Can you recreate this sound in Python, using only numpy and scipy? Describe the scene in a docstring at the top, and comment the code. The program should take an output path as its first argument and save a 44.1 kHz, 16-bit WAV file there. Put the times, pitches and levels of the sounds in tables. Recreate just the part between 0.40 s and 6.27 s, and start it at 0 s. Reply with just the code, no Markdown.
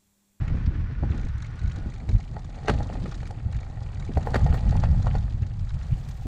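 """Low wind buffeting is heard first, with thrumming tyres and a whirring hub, as an electric bike
coasts over bumpy grass, the microphone on its handlebar. Wind, tyres and grit are filtered noise;
knocks and rattle excite decaying frame modes; bumps add thuds and a damped handlebar sway.
The freewheel ticks in bursts of filtered noise and small falling tones. The hub is resonant grain
noise and a wavering whine, gone by 1.6 s; on bare ground grit pings off the metal."""
import sys
import numpy as np
from scipy import signal
from scipy.fft import rfft, irfft
from scipy.io import wavfile

SR = 44100
rng = np.random.default_rng(int(sys.argv[2]) if len(sys.argv) > 2 else 0)


def materialize(psi):
    """Save the field psi as 16-bit PCM at rate SR to the path in sys.argv[1].

    A 1-D psi becomes a single channel; in a 2-D psi each row is a channel.
    """
    bounded = np.clip(np.atleast_2d(psi).T, -1, 1)
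    quanta = np.round(bounded * 32767).astype(np.int16)
    wavfile.write(sys.argv[1], SR, quanta)


N = 258858
TIME = np.arange(N) / SR

# air on the microphone: t/s, relative buffet level/dB
WIND = [(0.0, -19), (0.5, -22.5), (0.8, -23.5), (1.1, -30), (1.45, -26.5), (1.62, -29.5), (2.2, -30),
        (2.4, -23.5), (3.0, -31.5), (3.4, -29.5), (4.0, -21), (4.19, -23), (4.3, -13.5), (4.75, -16),
        (4.95, -23), (5.87, -31)]
# separate gusts on top of it: t/s, relative level/dB
GUSTS = [(0.048, -27), (0.961, -27.5), (1.266, -19), (1.756, -17), (2.366, -22.5), (2.632, -26.5),
         (3.073, -21.5), (3.167, -22), (4.042, -16.5), (4.108, -18), (5.248, -27), (5.356, -26.5),
         (5.524, -22.5)]
GUST_S = 0.025  # a gust falls to 1/e this far from its centre
# spectrum of the buffeting: f/Hz, relative density/dB
BUFFET = [(18, -1.5), (40, 6), (60, 4.5), (120, 2), (170, -10.5), (235, -26.5)]
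# spectrum of the finer turbulence: f/Hz, relative density/dB
TURBULENCE = [(120, 0), (185, 4.5), (265, -16.5)]


def wind():
    """Turbulent pressure: low, lumpy gusts on the microphone; strong ones shed finer turbulence."""
    noise = colour(rng.standard_normal(N), BUFFET)
    eddies = steadied(noise, seconds=.06) * flutter(hz=18, depth_db=2.4)
    force = level(WIND)
    for s, db in GUSTS:
        force = force + amp(db) * np.exp(-((TIME - s) / GUST_S) ** 2)
    gusts = force * eddies
    # turbulence grows faster than the gust that sheds it
    push = evened(abs(signal.hilbert(gusts)) * force)
    turbulence = colour(rng.standard_normal(N), TURBULENCE) * push
    return amp(-4.5) * gusts + amp(-40.5) * turbulence


# the ride: t/s, frame rattle relative level/dB, tyre swish relative level/dB, tyre thrum level/dB
RIDE = [(0, -45, -61, -42), (.6, -72, -71.5, -45.5), (.75, -41, -59, -37.5), (.92, -59, -64.5, -54.5),
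        (1.4, -48.5, -59, -45), (2.1, -48.5, -58, -49), (2.32, -36, -54, -39), (2.65, -50.5, -53, -42),
        (3.1, -46, -59.5, -51), (3.7, -46.5, -56.5, -49), (3.92, -36, -51, -40), (4.39, -40, -51.5, -43.5),
        (4.75, -42.5, -54, -59), (5.0, -52, -60.5, -45), (5.28, -57, -56.5, -64), (5.55, -49.5, -54.5, -48),
        (5.87, -51, -60.5, -59)]
# thick stalks snapping against the spokes: t/s, peak level/dB, f/Hz
STALKS = [(0.077, -34.5, 1900), (.259, -42.5, 3700), (0.351, -39.5, 1930), (.716, -41, 2320),
          (1.311, -42, 2230), (5.028, -42, 1860), (5.304, -41, 1680)]
# spectrum of the swish: f/Hz, relative density/dB
SWISH = [(300, 13.5), (1000, 13), (2200, 6), (2900, -1.5), (4400, 2.5), (5500, -8), (6900, -1.5),
         (9000, -9), (11000, -29)]
# spectrum of the tyre thrum and thuds: f/Hz, relative density/dB
THRUM = [(130, 5.5), (230, 4), (420, -9), (620, -17.5), (1200, -34)]


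def tyres():
    """Friction and fracture noise: grass swishes, crackles and snaps; rough ground thrums the tyres."""
    swish = colour(rng.standard_normal(N), SWISH) * flutter(hz=60, depth_db=1.3)
    blades = crackle(per_s=190, low_hz=1700, high_hz=5600, fall_s=.0024)
    thrum = colour(rng.standard_normal(N), THRUM) * flutter(hz=25, depth_db=3)
    grass = amp(-1.5) * swish + amp(-5.0) * blades
    out = grass * level(RIDE, axis=2) + thrum * level(RIDE, axis=3)
    for s, db, hz in STALKS:
        add(out, s, amp(db) * crunch(hz, fall_s=0.0048))
    return out


# soft bumps taken by the tyres: t/s, thud peak level/dB, handlebar sway level/dB
THUDS = [(.14, -26.5, -17.5), (.275, -28.5, -16), (.353, -32, -24.5), (0.627, -20, -19),
         (0.704, -26.5, -18), (1.377, -28.5, -45), (1.458, -26.5, -22), (1.694, -27, -18.5),
         (2.297, -17.5, -18.5), (3.691, -24.5, -41), (3.77, -26.5, -11.5), (3.955, -19, -19.5),
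         (5.024, -31.5, -18.5), (5.856, -25, -24)]
# typical sway pitch, and the time constants of its rise and fall
SWAY_HZ, SWAY_RISE_S, SWAY_FALL_S = 73.3, 0.0093, 0.011


def thuds():
    """Damped oscillation: turf thuds through the tyres and sets the handlebar swaying a few cycles."""
    out, t = np.zeros(N), np.arange(SR // 4) / SR
    swing = peaked((1 - np.exp(-t / SWAY_RISE_S)) * np.exp(-t / SWAY_FALL_S))
    for s, thud_db, sway_db in THUDS:
        lump = peaked(colour(burst(rise_s=.005, fall_s=.011), THRUM))
        hz = SWAY_HZ * np.exp(.12 * rng.standard_normal())
        add(out, s - .005, amp(thud_db) * lump)
        add(out, s - .005, amp(sway_db) * swing * np.sin(2 * np.pi * hz * t))
    return out


# blows on the frame: t/s, relative level/dB, hardness as relative treble level/dB
KNOCKS = [(.635, -28.5, -36), (1.689, -37.5, -2), (1.966, -28.5, -26), (2.282, -13, -9.5),
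          (2.405, -24, -28), (2.499, -28.5, -29), (2.554, -33, -13), (2.657, -34, 0), (2.721, -36, -10),
          (2.829, -39, -3), (2.907, -30, -34), (3.772, -18, -31), (3.872, -18, -33), (3.943, -15.5, -11),
          (4.063, -21, -42), (4.126, -30.5, -12), (4.143, -25, -9.5), (4.324, -27, -35),
          (4.354, -27.5, -34), (4.437, -21, -12), (4.669, -19, -22), (4.752, -21.5, -19),
          (5.37, -41.5, -36)]
# only blows that are both heavier and harder than this bounce
REBOUND_ABOVE_DB, REBOUND_HARD_DB = -17, -16
# the bounces: delay after the blow t/s, level relative to the blow/dB
REBOUNDS = [(.013, -1), (0.0169, -3.5)]
JANGLE_S = 0.027  # decay constant of the jangle
# spectrum of jangling small metal parts: f/Hz, relative density/dB
JANGLE = [(3700, 1), (4500, 0), (5300, -14), (8000, -14)]


def knocks():
    """Impact and rebound: parts buzz, then strike; heavy, hard blows bounce twice and jangle on."""
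    out = np.zeros(N)
    for s, db, hard_db in KNOCKS:
        blow = strike(db, hard_db)
        buzz = peaked(signal.fftconvolve(burst(rise_s=.009, fall_s=.017), blow))
        add(out, s, blow)
        add(out, s - .014, amp(db - 10.5) * buzz)
        if db > REBOUND_ABOVE_DB and hard_db > REBOUND_HARD_DB:
            for delay_s, weaker_db in REBOUNDS:
                add(out, s + delay_s, strike(db + weaker_db, hard_db))
            # the jangle starts with the last bounce
            jangle = colour(burst(rise_s=JANGLE_S / 4, fall_s=JANGLE_S), JANGLE)
            add(out, s + delay_s, amp(db - 38) * jangle)
    return out


# modes of the frame: f/Hz, relative level/dB, t60/s
FRAME = [(431, -7.5, 0.034), (527, 0.5, 0.022), (660, 3, 0.017), (765, 5, 0.02), (832.5, -4, 0.055),
         (888, -24, 0.33), (1054, -10.5, 0.0089), (1223, -6.5, 0.024), (1387, -3, 0.013), (1859, -5, 0.024),
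         (4437, -19, 0.045)]
# spectrum of the crack of a hard contact: f/Hz, relative density/dB
CRACK = [(500, 23), (1300, 20.5), (2600, 11.5), (3400, 4), (4400, 5), (5300, -3), (8000, -5.5),
         (11000, -24)]
# above this blow level the lowest mode gains on the others, by so many dB per dB
FLEX_ABOVE_DB, FLEX_PER_DB = -21, 2


def strike(db, hard_db):
    """Modal excitation: one blow rings the frame; hard contact adds a stronger short crack."""
    hz, mode_db, t60 = np.transpose(FRAME)
    # a soft blow stays in contact longer and barely wakes the upper modes
    upper_db = np.interp(hard_db, [-32, -12], [-7, 1]) * (hz > 1000)
    # only a heavy blow flexes the whole frame in its lowest mode
    flex_db = FLEX_PER_DB * max(db - FLEX_ABOVE_DB, 0) * (hz == hz.min())
    modes = np.transpose([hz, mode_db + upper_db + flex_db, t60])
    body = ring(modes, scatter_db=1.5, detune=.012)
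    crack = peaked(colour(burst(rise_s=0.0004, fall_s=0.0055), CRACK))
    return amp(db) * (amp(1.0) * body + amp(hard_db + 6.0) * crack)


def rattle(count=4):
    """Repeated impact: loose fittings chatter in clumps on the frame modes, with sharper clacks."""
    ringing = np.zeros(N)
    for _ in range(count):
        chatter = grains(per_s=150, spread_db=3.5) * flutter(hz=30, depth_db=3)
        # each fitting rings the frame its own way
        ringing += signal.oaconvolve(chatter, ring(FRAME, scatter_db=1.5, detune=.012))[:N]
    clacks = crackle(per_s=24, low_hz=800, high_hz=3000, fall_s=.003)
    return (amp(-7.5) * evened(ringing) + amp(-17.5) * clacks) * level(RIDE, axis=1)


# runs of loud freewheel ticks: start t/s, length/s, time between drops/s
TICK_RUNS = [(0.779, .11, 0.018), (.982, .1, 0.021), (1.194, .18, 0.021), (1.501, .1, 0.02),
             (1.693, .13, 0.023), (2.097, .11, 0.03), (2.779, .1, 0.026), (3.125, .125, 0.021),
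             (3.547, .135, 0.026)]
# single sharp freewheel clicks: t/s, peak level/dB
CLICKS = [(2.752, -41), (2.868, -42)]
# spectrum of the pawl that squeaks: f/Hz, relative density/dB
SQUEAKY_BODY = [(1500, 5.5), (2900, -12), (3900, 5.5), (4600, -6), (7000, -1), (7700, -14.5),
                (10000, -24.5)]
# spectrum of the pawl that lands cleanly: f/Hz, relative density/dB
CLEAN_BODY = [(1700, -4), (2280, 2.5), (2700, -17), (4400, -8.5), (5300, -26), (6800, -14), (7900, -36)]
TOOTH_S = .0222  # time between the faint pawl drops
# mean starting pitch of a squeak, its mean fall, its mean level and its length
SQUEAK_HZ, SQUEAK_FALL_HZ, SQUEAK_DB, SLIDE_S = 8480, 1000, -64.5, 0.007


def freewheel():
    """Ratchet action: two pawls drop in turn; one lands cleanly, the other squeaks over its tooth."""
    loud, faint = np.zeros((2, N))
    for start, length, step_s in TICK_RUNS:
        for k, s in enumerate(np.arange(start, start + length, step_s)):
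            db, late_s = rng.standard_normal(2) * [3, .0005]
            s += late_s
            if k % 2 == 0:
                add(loud, s - SLIDE_S, amp(db + SQUEAK_DB) * squeak())
                add(loud, s - .0025, pawl_click(db=db - 52.0, body=SQUEAKY_BODY, rise_s=0.0016))
            else:
                add(loud, s - .0015, pawl_click(db=db - 49, body=CLEAN_BODY, rise_s=0.0008))
    for s, db in CLICKS:
        add(loud, s, amp(db) * crunch(hz=5000, fall_s=.001))
    # throughout, faint drops vary at random in strength, so that only the odd one stands out
    for s in np.arange(0, N / SR, TOOTH_S):
        jitter, strength = rng.random(2)
        click = pawl_click(db=9, body=SQUEAKY_BODY, rise_s=.0025)
        add(faint, s + .014 * jitter, strength ** 5 * click)
    return loud + faint * level(RIDE, axis=2)


def pawl_click(db, body, rise_s):
    """Friction, then impact: the pawl scrapes down the tooth and lands, ringing the hub shell."""
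    return amp(db) * colour(burst(rise_s=rise_s, fall_s=0.0037), body)


def squeak():
    """Frictional tone: the tiny falling squeak of a pawl sliding off its tooth."""
    u = np.linspace(0, 1, int(SLIDE_S * SR))
    hz = (SQUEAK_HZ - SQUEAK_FALL_HZ * u ** 3) * (1 + .008 * rng.standard_normal())
    return np.sin(2 * np.pi * np.cumsum(hz) / SR) * np.sin(np.pi * u)


# the hub: t/s, whirr level/dB, whine relative level/dB
WHIRR = [(0, -51.5, -67), (1.3, -55, -58.5), (1.47, -58, -61.5), (1.6, -84, -87)]
# lines of the whine: f/Hz, wander/Hz, relative level/dB
WHINE = [(1462, 32, 1.5), (5840, 60, -18)]
# resonances of the whirr: f/Hz, width/Hz, relative level/dB
WHIRR_BODY = [(1260, 850, -4.5), (1800, 360, -5), (2360, 260, -12.5)]


def hub():
    """Resonance: grains whirr in the hub's modes and a wavering whine grows; both then fall away."""
    hz = np.fft.rfftfreq(N, 1 / SR)
    power = np.zeros(len(hz))
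    for centre, width, db in WHIRR_BODY:
        power += amp(db) ** 2 / (1 + ((hz - centre) / width * 2) ** 2)
    body = np.sqrt(power / (1 + (hz / 6000) ** 10))  # treble rolls off above 6 kHz
    spectrum = rfft(grains(per_s=1500, spread_db=-1.5)) * body
    whirr = evened(irfft(spectrum, N)) * flutter(hz=40, depth_db=1.3)
    whine = sum(amp(db) * wavering(pitch, wander) for pitch, wander, db in WHINE)
    return whirr * level(WHIRR, axis=1) + whine * level(WHIRR, axis=2)


# sprays of grit flung against the bike: centre t/s, relative level/dB, decay constant/s
GRIT = [(3.774, -53.5, 0.0056), (3.862, -57.5, 0.017), (3.96, -49, 0.0044), (4.137, -53, 0.016),
        (5.688, -50, 0.0052)]
# crunch of the tyres on a gravel path: t/s, relative level/dB
GRAVEL = [(5.3, -84), (5.55, -67), (5.87, -66)]
# spectrum of the grit: f/Hz, relative density/dB
GRIT_BODY = [(1900, -4.5), (7500, -7), (10800, -18.5), (14500, -13.5), (15700, -26)]
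# modes of the brake disc: f/Hz, relative level/dB, t60/s
METAL = [(11130, -10, .07), (14110, 0, .1)]


def grit():
    """Granular impact: grit crunches under the tyres; sprays patter and leave metal faintly ringing."""
    spray = np.zeros(N)
    for s, db, length in GRIT:
        add(spray, s - length / 2, amp(db) * burst(rise_s=length / 2, fall_s=length))
    ping = ring(METAL, scatter_db=0, detune=0)
    ringing = amp(-25) * signal.fftconvolve(spray, ping / np.linalg.norm(ping))[:N]
    fizz = grains(per_s=6000, spread_db=3.5) * flutter(hz=40, depth_db=2.5) * level(GRAVEL)
    return colour(spray + fizz, GRIT_BODY) + ringing


def ring(modes, scatter_db, detune, order=8192):
    """Modal superposition: decaying sines, peak 1; each blow weights and tunes the modes anew."""
    t = np.arange(order) / SR
    hz, db, t60 = np.transpose(modes)[:, :, None]
    weight, shift, side = rng.standard_normal((3, len(modes), 1))
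    decay = np.exp(-np.log(1000) * t / t60)
    swing = np.sign(side) * np.sin(2 * np.pi * hz * (1 + detune * shift) * t)
    contact = 1 - np.exp(-(t / .0003) ** 2)  # softens the onset
    return peaked(contact * (amp(db + scatter_db * weight) * decay * swing).sum(0))


def burst(rise_s, fall_s, order=8192):
    """Transient noise: a puff that swells and dies, its envelope peaking at 1."""
    t = np.arange(order) / SR
    shape = (1 - np.exp(-t / rise_s)) ** 2 * np.exp(-t / fall_s)
    return peaked(shape) * rng.standard_normal(order)


def crunch(hz, fall_s):
    """Band-limited transient: one brief crunch coloured around hz, peak 1."""
    band = [(hz / 2, -5), (hz, 0), (hz * 1.4, -4)]
    return peaked(colour(burst(rise_s=fall_s / 2, fall_s=fall_s), band))


def crackle(per_s, low_hz, high_hz, fall_s, count=12):
    """Random superposition: crunches at random moments in count different colours, rms 1."""
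    total = np.zeros(N)
    for hz in np.geomspace(low_hz, high_hz, count):
        total += signal.oaconvolve(grains(per_s / count, spread_db=3.5), crunch(hz, fall_s))[:N]
    return evened(total)


def grains(per_s, spread_db):
    """Shot noise: random tiny impacts; a few are much larger, or smaller if the spread is negative."""
    size = amp(spread_db * np.minimum(rng.exponential(1, N), 4))
    return evened(size * rng.choice([-1, 1], N) * (rng.random(N) < per_s / SR))


def wavering(hz, wander_hz):
    """Random modulation: a rough tone of rms 1, unsteady in pitch and strength."""
    turns = np.cumsum(hz + wander_hz * wobble(hz=35)) / SR
    return evened(np.sin(2 * np.pi * turns) * flutter(hz=60, depth_db=4))


def flutter(hz, depth_db):
    """Amplitude modulation: a random gain that wavers mostly below hz."""
    return amp(depth_db * wobble(hz))


def wobble(hz):
    """Low-pass noise: a random curve of rms 1 that wavers mostly below hz."""
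    keep = 1 / (1 + (np.fft.rfftfreq(N, 1 / SR) / hz) ** 4)
    return evened(irfft(rfft(rng.standard_normal(N)) * keep, N))


def colour(x, points, size=8192):
    """Minimum-phase filtering: a causal filter of unit energy with the given spectrum."""
    hz, db = np.transpose(points)
    at = np.log(abs(np.fft.fftfreq(size, 1 / SR)) + 1)
    # beyond the table: 36 dB per octave upwards, 12 dB per octave downwards
    above = np.maximum(at - np.log(hz[-1]), 0)
    below = np.maximum(np.log(hz[0]) - at, 0)
    inside = np.log(amp(np.interp(at, np.log(hz), db - db.max())))
    log_gain = np.maximum(inside - 6 * above - 2 * below, -13)
    # the Hilbert transform of the log gain gives the minimum phase
    taps = np.fft.ifft(np.exp(np.conj(signal.hilbert(log_gain)))).real[:size // 2]
    return signal.fftconvolve(x, taps / np.linalg.norm(taps))[:len(x)]


def steadied(x, seconds):
    """Envelope normalization: holds the local rms near 1, keeping the faster lumps."""
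    window = signal.windows.hann(int(seconds * SR))
    power = signal.fftconvolve(x ** 2, window / window.sum(), "same")
    return x / np.sqrt(abs(power) + 1e-12)


def amp(db):
    """Logarithmic level: decibels to gain."""
    return 10 ** (np.asarray(db) / 20)


def evened(x):
    """Power normalization: scales to rms 1."""
    return x / np.sqrt(np.mean(x ** 2) + 1e-20)


def peaked(x):
    """Peak normalization: scales to peak 1."""
    return x / abs(x).max()


def level(rows, axis=1):
    """Level interpolation: gain at every sample from one dB column of a curve."""
    rows = np.array(rows)
    return amp(np.interp(TIME, rows[:, 0], rows[:, axis]))


def add(mix, s, sound):
    """Linear superposition: mixes a sound in at time s, or at the start if s is negative."""
    part = mix[max(round(s * SR), 0):][:len(sound)]
    part += sound[:len(part)]


def scene():
    """Superposition of all sources at the handlebar, in the open air."""
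    bike = tyres() + thuds() + knocks() + rattle() + freewheel() + hub() + grit()
    return (wind() + bike)[None]


EDGE_HZ = 15700  # upper band limit


def record(dry):
    """Band limitation: the recorder's linear-phase low-pass filter."""
    low_pass = signal.firwin(511, EDGE_HZ, window=("kaiser", 9), fs=SR)
    return signal.oaconvolve(dry, low_pass[None], "same")


dry = scene()
out = record(dry)
materialize(out)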